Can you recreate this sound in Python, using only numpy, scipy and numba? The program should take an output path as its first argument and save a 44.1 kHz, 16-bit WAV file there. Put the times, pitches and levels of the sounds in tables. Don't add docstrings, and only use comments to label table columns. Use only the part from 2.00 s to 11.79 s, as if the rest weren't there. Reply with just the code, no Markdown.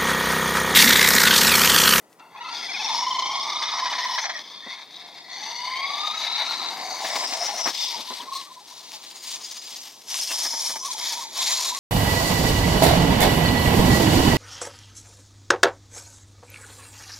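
import sys
import numpy as np
from scipy import signal
from scipy.fft import rfft, irfft
from scipy.io import wavfile
from scipy.ndimage import uniform_filter1d
from numba import njit

SR = 44100
rng = np.random.default_rng(int(sys.argv[2]) if len(sys.argv) > 2 else 0)


def pcm_store(signal):
    levels = np.round(np.clip(np.atleast_2d(signal), -1, 1) * 32767)
    wavfile.write(sys.argv[1], SR, levels.astype(np.int16).T)


def ratio(d):
    e = np.asarray(d, float) / 20
    return 10 ** e


N = 431738
FREQ = np.arange(N // 2 + 1) * SR / N + 1e-3

# frequency in Hz, level in dB.
SUBURB = [(25, -40), (70, -15.5), (170, -11.5), (300, -10), (900, -10.5), (1700, -21), (4000, -28.5),
          (8800, -27.5), (16000, -31)]
# start in seconds, peak in dB.
SNAPS = [(.1296, -46), (.197, -40), (2.262, -27), (7.05, -31), (7.168, -31), (7.359, -28), (5.612, -20),
         (9.398, -22), (9.427, -16), (9.464, -20), (9.487, -20), (9.589, -19), (9.749, -19), (5.337, -17.5),
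         (5.978, -28), (6.102, -24), (6.2194, -24), (6.414, -27), (6.9194, -25), (8.018, -36), (8.085, -27),
         (8.1434, -11)]
# time in seconds, pitch in Hz, level in dB.
STALL = [
    (0.17, 1370, -86),
    (0.202, 1353, -50.5),
    (0.33, 1383, -66),
    (0.474, 1295, -39),
    (0.574, 1414, -51),
    (0.64, 1280, -45),
]
# time in seconds, effort in dB, loose litter under the wheels from 0 to 1.
ROLL = [(.19, -62.5, 0), (.54, -31.5, 0.07), (.8, -23.5, 0), (1.12, -27.5, 0.15), (2.14, -26.5, 0),
        (2.46, -37.5, 0), (3.26, -39.5, 0.06), (3.42, -33.5, 0.15), (4.25, -28, 0.27), (4.65, -26.5, 0.28),
        (4.87, -34.5, 0.61), (5.19, -30, 0.75), (5.97, -27.5, 0.57), (6.5, -46.5, 0.91), (7.9, -37.5, 1),
        (8.16, -29, 0.98), (8.7, -32.5, 0.95), (9.79, -29.5, 0.92)]
# middle in seconds, length in seconds, change in dB.
LURCHES = [(0.31, 0.23, -6.5), (1.648, .04, 2.5), (2.727, 0.13, 5), (2.875, 0.16, -4.5),
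           (3.182, 0.086, 4.5), (3.254, 0.1, -6), (3.757, 0.34, -2.5), (5.632, 0.032, -6),
           (5.725, 0.04, -6), (6.051, 0.09, -3.5), (6.121, 0.14, -2.5), (6.26, 0.15, -6),
           (6.403, 0.18, 6.5), (6.59, 0.36, -4.5), (7.14, .05, -5), (7.601, .06, -5), (9.725, .05, -4),
           (2.275, .03, -6), (6.94, 0.089, 8.5), (7.31, 0.19, 9.5), (7.391, 0.07, -7), (7.463, 0.22, 1),
           (7.815, 0.11, 1), (7.972, 0.32, -14.5), (8.061, 0.099, -8), (8.807, 0.12, -10),
           (8.963, 0.06, -3), (9.077, 0.23, 7.5), (9.295, 0.17, -11.5), (9.502, 0.5, 5.5), (2.387, 0.12, 5)]
# middle in seconds, length in seconds, change in dB.
AIRBORNE = [
    (6.1, 0.065, -21),
    (5.472, 0.025, -12),
    (5.11, .1, -2.5),
    (5.2, 0.058, -9),
]
# time in seconds, flank towards the listener and nose towards the listener (about -1 to 1).
HEADING = [(.35, 1.95, -0.41), (.6, -1.04, 0.15), (1.15, 0.15, 0.49), (1.85, 0.34, 0.17),
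           (2.15, -0.51, 0.61), (2.75, -.4, -0.51), (3.42, -0.17, 0.013), (3.8, 0.11, -0.27),
           (4.4, 0.081, -0.99), (4.9, 1, -0.2), (5.6, 0.58, 1.34), (5.78, -0.97, 0.23), (6.3, 0.67, -0.4),
           (7.6, -0.061, 0.15), (8.2, -0.41, 0.8), (8.72, -0.36, 1.1), (9.0, -0.34, -0.00018),
           (9.6, 0.19, -0.7)]
# frequency in Hz, width in Hz, level in dB.
DRUM = [(685, 130, 1.5), (1000, 355, 4.5), (1330, 39, -3)]
AXLE = [(1742, 266, 10), (2050, 610, 7.5), (2360, 67, -13)]
RATTLE = [(3210, 2260, 0.5), (4330, 960, 6.2), (5660, 440, 0.5), (6190, 410, 3.9)]
RUMBLE = [(180, 230, -16), (317, 450, 23), (472, 490, -21)]
THUD = [(270, 120, 2.5), (596, 1300, -0.5), (880, 130, -2)]
BRUSH = [(2890, 590, 0)]
# frequency in Hz, level in dB.
LEAVES = [(4350, 9), (7400, 4.5), (7620, -2), (8230, 2.5), (9930, -3.5), (11600, -2.5), (13100, -7.5),
          (15100, -7), (16000, -5)]
# start in
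# seconds, peak in dB.
CHATTER = [(1.6182, -12.5), (1.644, -23), (1.6881, -30), (1.7816, -9), (1.854, -10.5), (1.924, -7.5),
           (1.9824, -10.5), (2.0398, -13), (2.1771, -6.5), (2.2358, -10.5), (2.252, -13), (2.2934, -9.5)]
CRACKS = [(0.195, -35), (0.3564, -43), (0.3904, -46), (5.0432, -12), (5.1518, -11.5), (5.2325, -14.5),
          (5.3213, -14), (5.4194, -21), (5.4814, -19), (5.6695, -12), (8.4498, -14), (8.533, -20),
          (8.7555, -18)]
RUTS = [(2.661, -36), (5.653, -19.5), (5.9562, -35), (5.977, -34.5), (6.1, -31), (6.19, -39),
        (6.2198, -38.5), (6.25, -42.5)]
SCRAPES = [(5.747, -44), (6.4131, -42), (8.0863, -38), (8.184, -32), (8.3025, -17), (8.6916, -17)]
# the landings, low thud in dB over the peak, decay in seconds.
LANDINGS = [(CHATTER, -66, 0.076), (CRACKS, -21, 0.072), (RUTS, -1.3, 0.11), (SCRAPES, -22, 0.089)]
# time in seconds, tooth rate in Hz, drive in dB, tooth load in dB that lifts upper partials.
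GEAR = [(0.58, 651, -71, 10), (0.63, 680, -51.5, 16.5), (0.74, 754, -45, 18), (.86, 840, -34, 6),
        (1.01, 948, -30.5, -2), (1.11, 1015, -31.5, 3.5), (1.26, 1039, -31, 6.5), (1.42, 1092, -31.5, -1.5),
        (1.55, 1191, -33.5, 3.5), (1.75, 1220, -34.5, 3), (1.83, 1029, -34.5, -4), (2.18, 997, -37, 13),
        (2.31, 720, -43, -9), (2.36, 632, -38, 12.5), (2.46, 569, -59, 4), (2.57, 595, -65, 11),
        (2.75, 729, -56, 18), (2.8, 746, -66, -5), (3.2, 684, -54, -5), (3.33, 728.5, -52, 8),
        (3.48, 907, -41, 5.5), (3.75, 1047, -32.5, -2), (4.0, 1187, -30.5, -2.5), (4.3, 1308, -33.5, 8.5),
        (4.62, 1399, -34, 1), (4.8, 1410, -47, -4), (5.61, 1343, -42, -6), (5.74, 966, -58, -10),
        (9.79, 899, -83, 0)]
# middle in seconds, length in seconds, tooth rate in Hz, drive in dB.
SPINS = [(9.098, 1.55, 949.5, -57.5), (6.099, 0.86, 954, -51), (9.6, 0.6, 1000, -54),
         (0.47, 0.3, 1005, -41), (5.821, .2, 960, -49.5), (5.951, 0.074, 920, -34.5),
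         (6.11, 0.073, 984, -39), (6.214, 0.052, 1014, -37), (6.285, 0.056, 1027, -43),
         (6.332, 0.046, 1090, -33), (6.371, .07, 1026, -33), (6.419, 0.048, 1017, -33.5),
         (6.472, 0.049, 1138, -43), (6.514, 0.051, 950, -47), (6.584, 0.065, 948, -49),
         (6.622, 0.037, 870, -54), (6.726, .06, 1000, -52), (6.95, .1, 880, -53), (8.461, .05, 880, -44),
         (8.563, 0.17, 886, -38), (8.658, 0.046, 900, -41), (8.76, 0.058, 902, -36.5),
         (8.827, .06, 1058, -34.5), (8.867, 0.065, 1169, -34), (8.905, 0.059, 1000, -38),
         (8.952, 0.054, 904, -42.5), (9.018, .07, 1020, -40), (9.14, 0.0746, 896, -42),
         (9.19, 0.0773, 1018, -38.5), (9.225, 0.0411, 1130, -39), (9.26, 0.069, 920, -42.5),
         (9.37, .05, 1093, -38), (9.417, .07, 1063, -37), (9.476, .08, 838, -46),
         (9.513, 0.0496, 1000, -40.5), (9.6, .11, 985, -42.5), (9.673, 0.057, 1000, -38),
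         (9.721, 0.053, 952, -35.5), (9.769, .08, 1083, -36)]
# time in seconds, raggedness from 0 (clean) to 1 (all noise),
# throb depth from 0 to 1, leaf cover from 0 to 1.
RAGGED = [(0, .4, .3, 0), (.62, .3, .8, 0), (.85, .28, .9, 0), (1.1, .3, .55, 0), (1.45, .33, .5, 0),
          (1.7, .45, .8, .1), (1.8, .8, .4, .2), (2.35, .55, .3, .1), (2.75, .45, .3, .1),
          (2.85, .7, .4, .3), (3.3, .55, .4, .1), (3.65, .42, .25, 0), (4.05, .48, .3, 0),
          (4.4, .85, .3, .1), (5.6, 1, .3, .3), (5.9, .8, .2, .7), (6.15, .75, .15, 1), (6.3, .7, .3, 1),
          (6.55, .75, .15, 1), (8.4, .55, .2, .8), (9.3, .62, .25, .8), (9.79, .68, .25, .8)]
# frequency in Hz, level in dB.
RADIATION = [(560, -18), (720, -5.5), (1000, 0.5), (1220, -7), (1450, -12), (2120, -4), (2800, -10.5),
             (3250, -3), (3950, -3)]
# middle in seconds, length in seconds, frequency at start in Hz, frequency at end in Hz, level in dB.
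PANELS = [(3.651, 0.92, 4220, 4800, -37), (3.496, 0.51, 6180, 5830, -41), (3.63, 0.99, 1930, 2270, -41),
          (2.69, 0.19, 1740, 2200, -42), (2.37, 0.1, 1870, 1710, -41), (2.37, 0.054, 5600, 5450, -37.5),
          (4.95, 0.37, 4500, 4440, -37.5), (4.95, 0.32, 6300, 6100, -41), (4.86, 0.29, 754, 746, -38.5),
          (6.37, 0.13, 4300, 3950, -37), (9.52, .35, 4000, 4140, -35), (9.55, .3, 6800, 6650, -35),
          (7.5, 0.93, 4830, 5070, -44.5), (7.43, 0.99, 6760, 6540, -47), (0.359, .03, 1050, 1000, -39.5),
          (3.85, .35, 2120, 2250, -35), (.53, .16, 4200, 4900, -39), (2.24, .1, 6200, 5700, -33),
          (0.963, 0.43, 5560, 5370, -31), (1.975, 0.54, 1990, 1860, -34), (4.2, 0.47, 6400, 6000, -48),
          (1.5, .5, 3040, 4450, -47), (1.57, 1, 5650, 5630, -39), (1.4, 0.63, 2220, 2130, -37.5),
          (2.64, .4, 3530, 3620, -42.5), (5.04, 0.1, 810, 800, -36), (5.2, .2, 1090, 960, -36.5),
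          (5.332, 0.035, 660, 810, -37), (5.43, 0.06, 710, 700, -30.5), (5.505, 0.072, 840, 810, -31.5),
          (5.562, 0.086, 670, 745, -35.5), (5.602, 0.044, 704, 660, -36.5), (8.5, 0.81, 5150, 5460, -34),
          (8.85, 0.29, 5600, 6400, -37.5)]
MORE_PANELS = [(5.672, .025, 5600, 5200, -26), (5.752, .025, 5200, 5000, -32), (1.565, .04, 3940, 3440, -28.5),
               (1.63, 0.046, 3430, 3600, -28), (1.695, .04, 3750, 3300, -28), (6.212, 0.025, 3530, 2800, -36),
               (6.413, 0.024, 3600, 2560, -40), (7.3, .025, 2400, 2150, -49), (8.31, 0.05, 2760, 2700, -30),
               (5.83, 0.12, 3700, 3470, -32), (4.75, 1, 11900, 12100, -56), (5.4, 0.94, 9100, 9000, -51.5)]
# time in seconds, low, middle and high band in Hz,
# evenness of the ground from 0 to 1.
GROUND = [(.3, 3060, 4970, 7000, 1), (1.25, 2610, 5110, 7440, 1), (2.4, 2870, 4702, 6570, 1),
          (3.3, 2958, 4840, 6223, 1), (3.45, 2460, 5200, 6700, 0.58), (4.1, 2890, 5770, 6944, 0.03),
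          (5.2, 2595, 6350, 8300, 0), (5.8, 2800, 6650, 7840, 0.35), (6.5, 2860, 5620, 7266, 0.4),
          (8.25, 2830, 7340, 8500, 0.12), (8.5, 2700, 7520, 8700, 0.9), (9.0, 2813, 7580, 8900, 0.99),
          (9.4, 2860, 7710, 8804, 0.6), (9.79, 2940, 7800, 8840, 0.5)]
# width in Hz, depth from 0 to 1.
CANCEL = [(380, .95), (330, .65), (450, .9)]
# middle in seconds, length in seconds, frequency in Hz, width in Hz,
# depth from 0 to 1.
HIDDEN = [(1.25, .9, 1650, 450, .85), (5.9, .4, 1700, 500, .7), (8.85, 1.3, 2790, 260, .9),
          (1.17, .35, 4800, 250, .8), (3.85, .9, 5350, 600, .6), (3.9, .5, 1500, 300, .6),
          (2.9, .9, 2950, 300, .8), (3.0, .7, 5700, 700, .5), (1.25, .5, 3850, 300, .6),
          (6.35, .3, 1500, 500, .6), (3.6, .6, 3950, 500, .4), (8.7, .7, 1800, 900, .4),
          (2.25, .4, 2700, 500, .6), (4.5, 1.8, 14500, 2500, .7), (7.3, 1.4, 5800, 600, .55),
          (9.07, .3, 8500, 2500, .5), (4.9, .3, 3400, 400, .7)]
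# frequency in Hz, likeness from 0 to 1.
LIKENESS = [(60, .8), (200, .94), (700, .96), (1400, .9), (2800, .76), (5500, .58), (10000, .2),
            (15000, .15)]
# frequency in Hz, left minus right in dB.
BALANCE_DB = [(100, -.5), (700, .1), (1400, 1), (2800, 3.5), (5000, 3.8), (9000, 1.8), (15000, 1)]
# frequency in Hz, lead of the left in radians.
LEAD = [(950, -.1), (1460, -1), (1900, -.6), (3500, -.4), (4400, -.9), (7000, -.6)]
# time in seconds, left minus right in dB, taken about its average over the
PAN = [(0.0, 8.5), (1.66, 5), (1.99, 6), (4.31, 8.5), (4.99, 8), (5.56, 9), (7.82, 6), (9.79, 5.5)]
# frequency in Hz, width in Hz, depth from 0 to 1.
NOTCHES = [(1510, 1800, 0.09)]

SHELL_TOP_HZ = 6600
WANDER = .035


def level(x, db):
    return x * ratio(db) / np.sqrt(np.mean(x ** 2))


def curves(table):
    s, *columns = np.transpose(table)
    return [np.interp(np.arange(N) / SR, s, c) for c in columns]


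def on_freq(points):
    hz, value = np.transpose(points)
    return np.interp(np.log(FREQ), np.log(np.maximum(hz, 1)), value)


def walk(rate):
    k = max(int(SR / rate), 1)
    steps = np.repeat(rng.standard_normal(N // k + 1), k)
    return 1.1 * uniform_filter1d(uniform_filter1d(steps, k), k)[:N]


def swell(s, length):
    out = np.zeros(N)
    i = np.arange(max(int((s - length / 2) * SR), 0), min(int((s + length / 2) * SR), N))
    out[i] = np.cos(np.pi * (i / SR - s) / length) ** 2
    return out


def ring(x, modes):
    power = sum(ratio(db) ** 2 / (1 + ((FREQ - hz ** 2 / FREQ) / w) ** 2) ** 2 for hz, w, db in modes)
    return irfft(rfft(x) * np.sqrt(power), N)


@njit
def svf(x, hz, width):
    y, b, l = np.empty(len(x)), 0., 0.
    for i in range(len(x)):
        g, k = np.tan(np.pi * hz[i] / SR), width[i] / hz[i]
        v = (b + g * (x[i] - l)) / (1 + g * (g + k))
        b, l, y[i] = 2 * v - b, l + 2 * g * v, k * v
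    return y


def moving(x, hz, width, db):
    hz = np.clip(hz, 300, 8000)
    widen = 1 + 1.5 * curves(RAGGED)[2]
    once = svf(x, hz, width * widen)
    return level(svf(once, hz, width * widen) / np.sqrt(widen), db)


def grit(per_s, spread_db, hiss_db):
    size_db = spread_db * np.minimum(rng.exponential(size=N), 3)
    clicks = (rng.random(N) < per_s / SR) * rng.standard_normal(N) * ratio(size_db)
    return level(level(clicks, 0) + ratio(hiss_db) * rng.standard_normal(N), 0)


def partials(hz, layers, ragged):
    phase, out = 2 * np.pi * np.cumsum(hz) / SR, 0
    for order, db, smear in layers:
        share = np.clip(ragged * np.sqrt(order), 0, 1)
        drift = (walk(smear) + 1j * walk(smear)) / np.sqrt(2)
        wander = np.sqrt(1 - share ** 2) + share * drift
        out = out + ratio(db) * np.real(wander * np.exp(1j * order * phase))
    return np.sqrt(2) * out


def tooth_rate():
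    hz, drive_db = curves(GEAR)[:2]
    drive = ratio(drive_db)
    for s, length, spin_hz, db in SPINS:
        shape = swell(s, length)
        hz = hz + np.sqrt(shape) * (spin_hz - hz)
        drive = drive + shape * ratio(db)
    return hz, 20 * np.log10(drive)


def suburb():
    hum = irfft(rfft(rng.standard_normal(N)) * ratio(on_freq(SUBURB)), N)
    return level(hum, -58) * ratio(1.5 * walk(1.22))


def snaps():
    clicks = np.zeros(N)
    for s, db in SNAPS:
        clicks[int(s * SR)] = ratio(db + 16)
    return signal.sosfilt(signal.butter(3, [2000, 7000], "bandpass", fs=SR, output="sos"), clicks)


def stall():
    hz, db = curves(STALL)
    t = np.arange(N) / SR
    buzz = partials(hz, ((1, db + 3.0, 210.0), (2, db - 0.5, 200.)), ragged=0.96)
    return buzz * (t > STALL[0][0]) * (t < STALL[-1][0])


def leaves():
    crackle = irfft(rfft(grit(7000, 2.7, hiss_db=-1.5)) * ratio(on_freq(LEAVES)), N)
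    out = np.zeros(N)
    for hz in np.geomspace(6000, 15500, 9):
        band = svf(crackle, hz * (1 + .035 * walk(1.5)), np.full(N, hz / 8))
        out += band * ratio(3.5 * walk(4.5) + 1.3 * walk(30))
    return level(out, 0.13)


def rolling(turn):
    effort_db, litter = curves(ROLL)
    flank, nose = curves(HEADING)
    cover = curves(RAGGED)[2]
    tooth_hz = tooth_rate()[0]
    lurch_db = sum(db * swell(s, length) for s, length, db in LURCHES)
    rattle_db = effort_db + lurch_db

    drum_db = -4.5 + 7.5 * flank + cover * (-5.5 - 0.43 * lurch_db)
    drum_db = drum_db + sum(db * swell(s, length) for s, length, db in AIRBORNE)
    axle_db = -9.5 + 4 * flank - 2 * nose + cover * (-4 - 0.098 * lurch_db)
    leaf_db = -23.5 + 23 * litter
    upper_db = 14 * nose

    drum_hz, lower_hz, upper_hz = 920, 3723, 4920
    drum_hz = drum_hz - 306 * litter * (1 - cover) + 0.024 * (tooth_hz - drum_hz)
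    drum_hz = drum_hz * (1 + 2 * WANDER * walk(3.795))
    lower_hz = lower_hz + 0.15 * (1 - cover) * (3 * tooth_hz - lower_hz) - 120 * nose
    lower_hz = lower_hz * (1 + WANDER / 2 * walk(4))
    upper_hz = (upper_hz + 490 * nose) * (1 + WANDER / 2 * walk(4.23))
    axle_hz = 2127 * (1 + WANDER / 3 * walk(2.84))

    shake_db = rattle_db + 1.3 * walk(18) + 1.15 * walk(70) + 0.69 * turn
    shake_db = shake_db + 1.6 * cover * walk(45)
    low_pass = signal.butter(8, SHELL_TOP_HZ, fs=SR, output="sos")
    stones = signal.sosfilt(low_pass, grit(6000, 4.3, hiss_db=1.0))
    drum = level(ring(stones, DRUM), -9) + moving(stones, drum_hz, 415.0, -9.5)
    drum = drum * ratio(drum_db + 2.0 * walk(25))
    axle = level(ring(stones, AXLE), -7.5) + moving(stones, axle_hz, 350, -9)
    axle = axle * ratio(axle_db + 3.1 * walk(25))
    lower = moving(stones, lower_hz, 520., -10.5) * ratio(2.2 * walk(30) - upper_db / 2)
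    upper = moving(stones, upper_hz, 750., -10.5) * ratio(3.4 * walk(30) + upper_db / 2)
    brush = cover * level(ring(stones, BRUSH), -15.5)
    rattle = level(ring(stones, RATTLE), -6.5) + lower + upper + brush

    slow_db = uniform_filter1d(rattle_db + drum_db, SR // 3)
    rumble = level(ring(rng.standard_normal(N), RUMBLE), -36.0)
    rumble = rumble * ratio(0.57 * slow_db + (cover - 0.3) + 2.0 * walk(7.8))
    moving_off = np.arange(N) > ROLL[0][0] * SR
    return moving_off * ratio(shake_db) * (drum + axle + rattle + ratio(leaf_db) * leaves()) + rumble


def hops():
    scrape, thud, t = np.zeros(N), np.zeros(N), np.arange(SR // 4) / SR
    for rows, low_db, decay_s in LANDINGS:
        rise = 1 - np.exp(-t / (0.11 * decay_s))
        fall = np.exp(-np.log(1000) * t / decay_s)
        for s, db in rows:
            i = int(s * SR)
            shape = (3 * rise * fall)[:N - i]
            scrape[i:i + len(t)] += ratio(db - 15.5) * shape
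            thud[i:i + len(t)] += ratio(db + low_db - 5.0) * shape
    burst = grit(5000, 5.1, hiss_db=4.5)
    shell = level(ring(burst, RATTLE), -4) + level(ring(burst, AXLE), -5) + level(ring(burst, DRUM), -6)
    shell = signal.sosfilt(signal.butter(6, SHELL_TOP_HZ, fs=SR, output="sos"), shell)
    crisp = curves(ROLL)[1] ** 2 * level(np.diff(burst, prepend=0), -6)
    return scrape * (shell + crisp) + thud * level(ring(burst, THUD), .3)


def gearbox():
    teeth = 40
    hz, drive_db = tooth_rate()
    ragged, depth, cover = curves(RAGGED)
    hz = hz * (1 + .05 * cover ** 2 * walk(14))
    upper_db = curves(GEAR)[2] - 24 * cover ** 2
    turn = 2 * np.pi * np.cumsum(hz) / SR / teeth + .6 * walk(9)
    bend = 0.054 * depth * (1 + .9 * swell(0.75, 0.48)) * np.sin(turn + .7)
    bent = hz * (1 + bend + .045 * ragged ** 2 * walk(30))
    bent = bent * (1 + .07 * ragged ** 4 * walk(120))
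    throb = 1 + depth * (np.sin(turn) + 0.65 * np.sin(2 * turn + 0.38))
    shell_hz, shell_db = np.transpose(RADIATION)
    layers = []
    for order, db, smear_hz in ((1, 3.0, 160.), (2, -9.5, 250.), (3, -1.5, 270.0), (4, -11.5, 250.)):
        out_db = drive_db + np.interp(np.log(order * hz), np.log(shell_hz), shell_db) + db
        if order > 1:
            out_db = out_db + upper_db
        layers.append((order, out_db, smear_hz))
    whine = throb * ratio(2. * walk(22)) * partials(bent, layers, ragged)
    return whine, depth * np.sin(turn)


def panels():
    stones = grit(5000, 2.4, hiss_db=-2.0) * ratio(4.1 * walk(45))
    out = np.zeros(N)
    for s, length, from_hz, to_hz, db in PANELS + MORE_PANELS:
        shape = swell(s, length)
        i = np.flatnonzero(shape)
        hz = np.linspace(from_hz, to_hz, len(i))
        width = 0.09 * hz
        tone = svf(svf(stones[i], hz, width), hz, width)
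        out[i] += np.sqrt(shape[i]) * level(tone, db)
    return out


def ground(x):
    *bands, even = curves(GROUND)
    for hz, (width, depth) in zip(bands, CANCEL):
        x = x - np.clip(depth * even, 0, 1) * svf(x, hz, np.full(N, 1. * width))
    return x


def hide(x):
    for s, length, hz, width, depth in HIDDEN:
        shape = np.sqrt(swell(s, length))
        i = np.flatnonzero(shape)
        band = svf(x[i], np.full(len(i), 1. * hz), np.full(len(i), 1. * width))
        x = x - np.bincount(i, depth * shape[i] * band, N)
    return x


def scene():
    gear, turn = gearbox()
    truck = gear + stall() + rolling(turn) + hops() + panels()
    sound = hide(ground(truck)) + snaps() + suburb()
    like = np.clip(on_freq(LIKENESS), 0, 1)
    mid = rfft(sound) * np.sqrt((1 + like) / 2)
    side = 1j * rfft(sound * walk(120)) * np.sqrt((1 - like) / 2)
    tilt = ratio(on_freq(BALANCE_DB) / 2) * np.exp(.5j * on_freq(LEAD))
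    pan_db, = curves(PAN)
    pan = ratio((pan_db - pan_db.mean()) / 2)
    left = irfft((mid + side) * tilt, N) * pan
    right = irfft((mid - side) / tilt, N) / pan
    return np.array([left, right])


def roll_off(x):
    return signal.sosfilt(signal.butter(12, 17110, fs=SR, output="sos"), x)


def record(dry):
    shade = 1
    for hz, width, depth in NOTCHES:
        shade = shade * (1 - depth / (1 + ((FREQ - hz) / width * 2) ** 2))
    low_hz, top_hz = 97, 15850
    shade = shade / (1 + (low_hz / FREQ) ** 4) ** 0.99 * (FREQ < top_hz)
    mix = irfft(rfft(dry, axis=1) * shade, N, axis=1)
    return roll_off(mix)


dry = scene()
out = record(dry)
pcm_store(out)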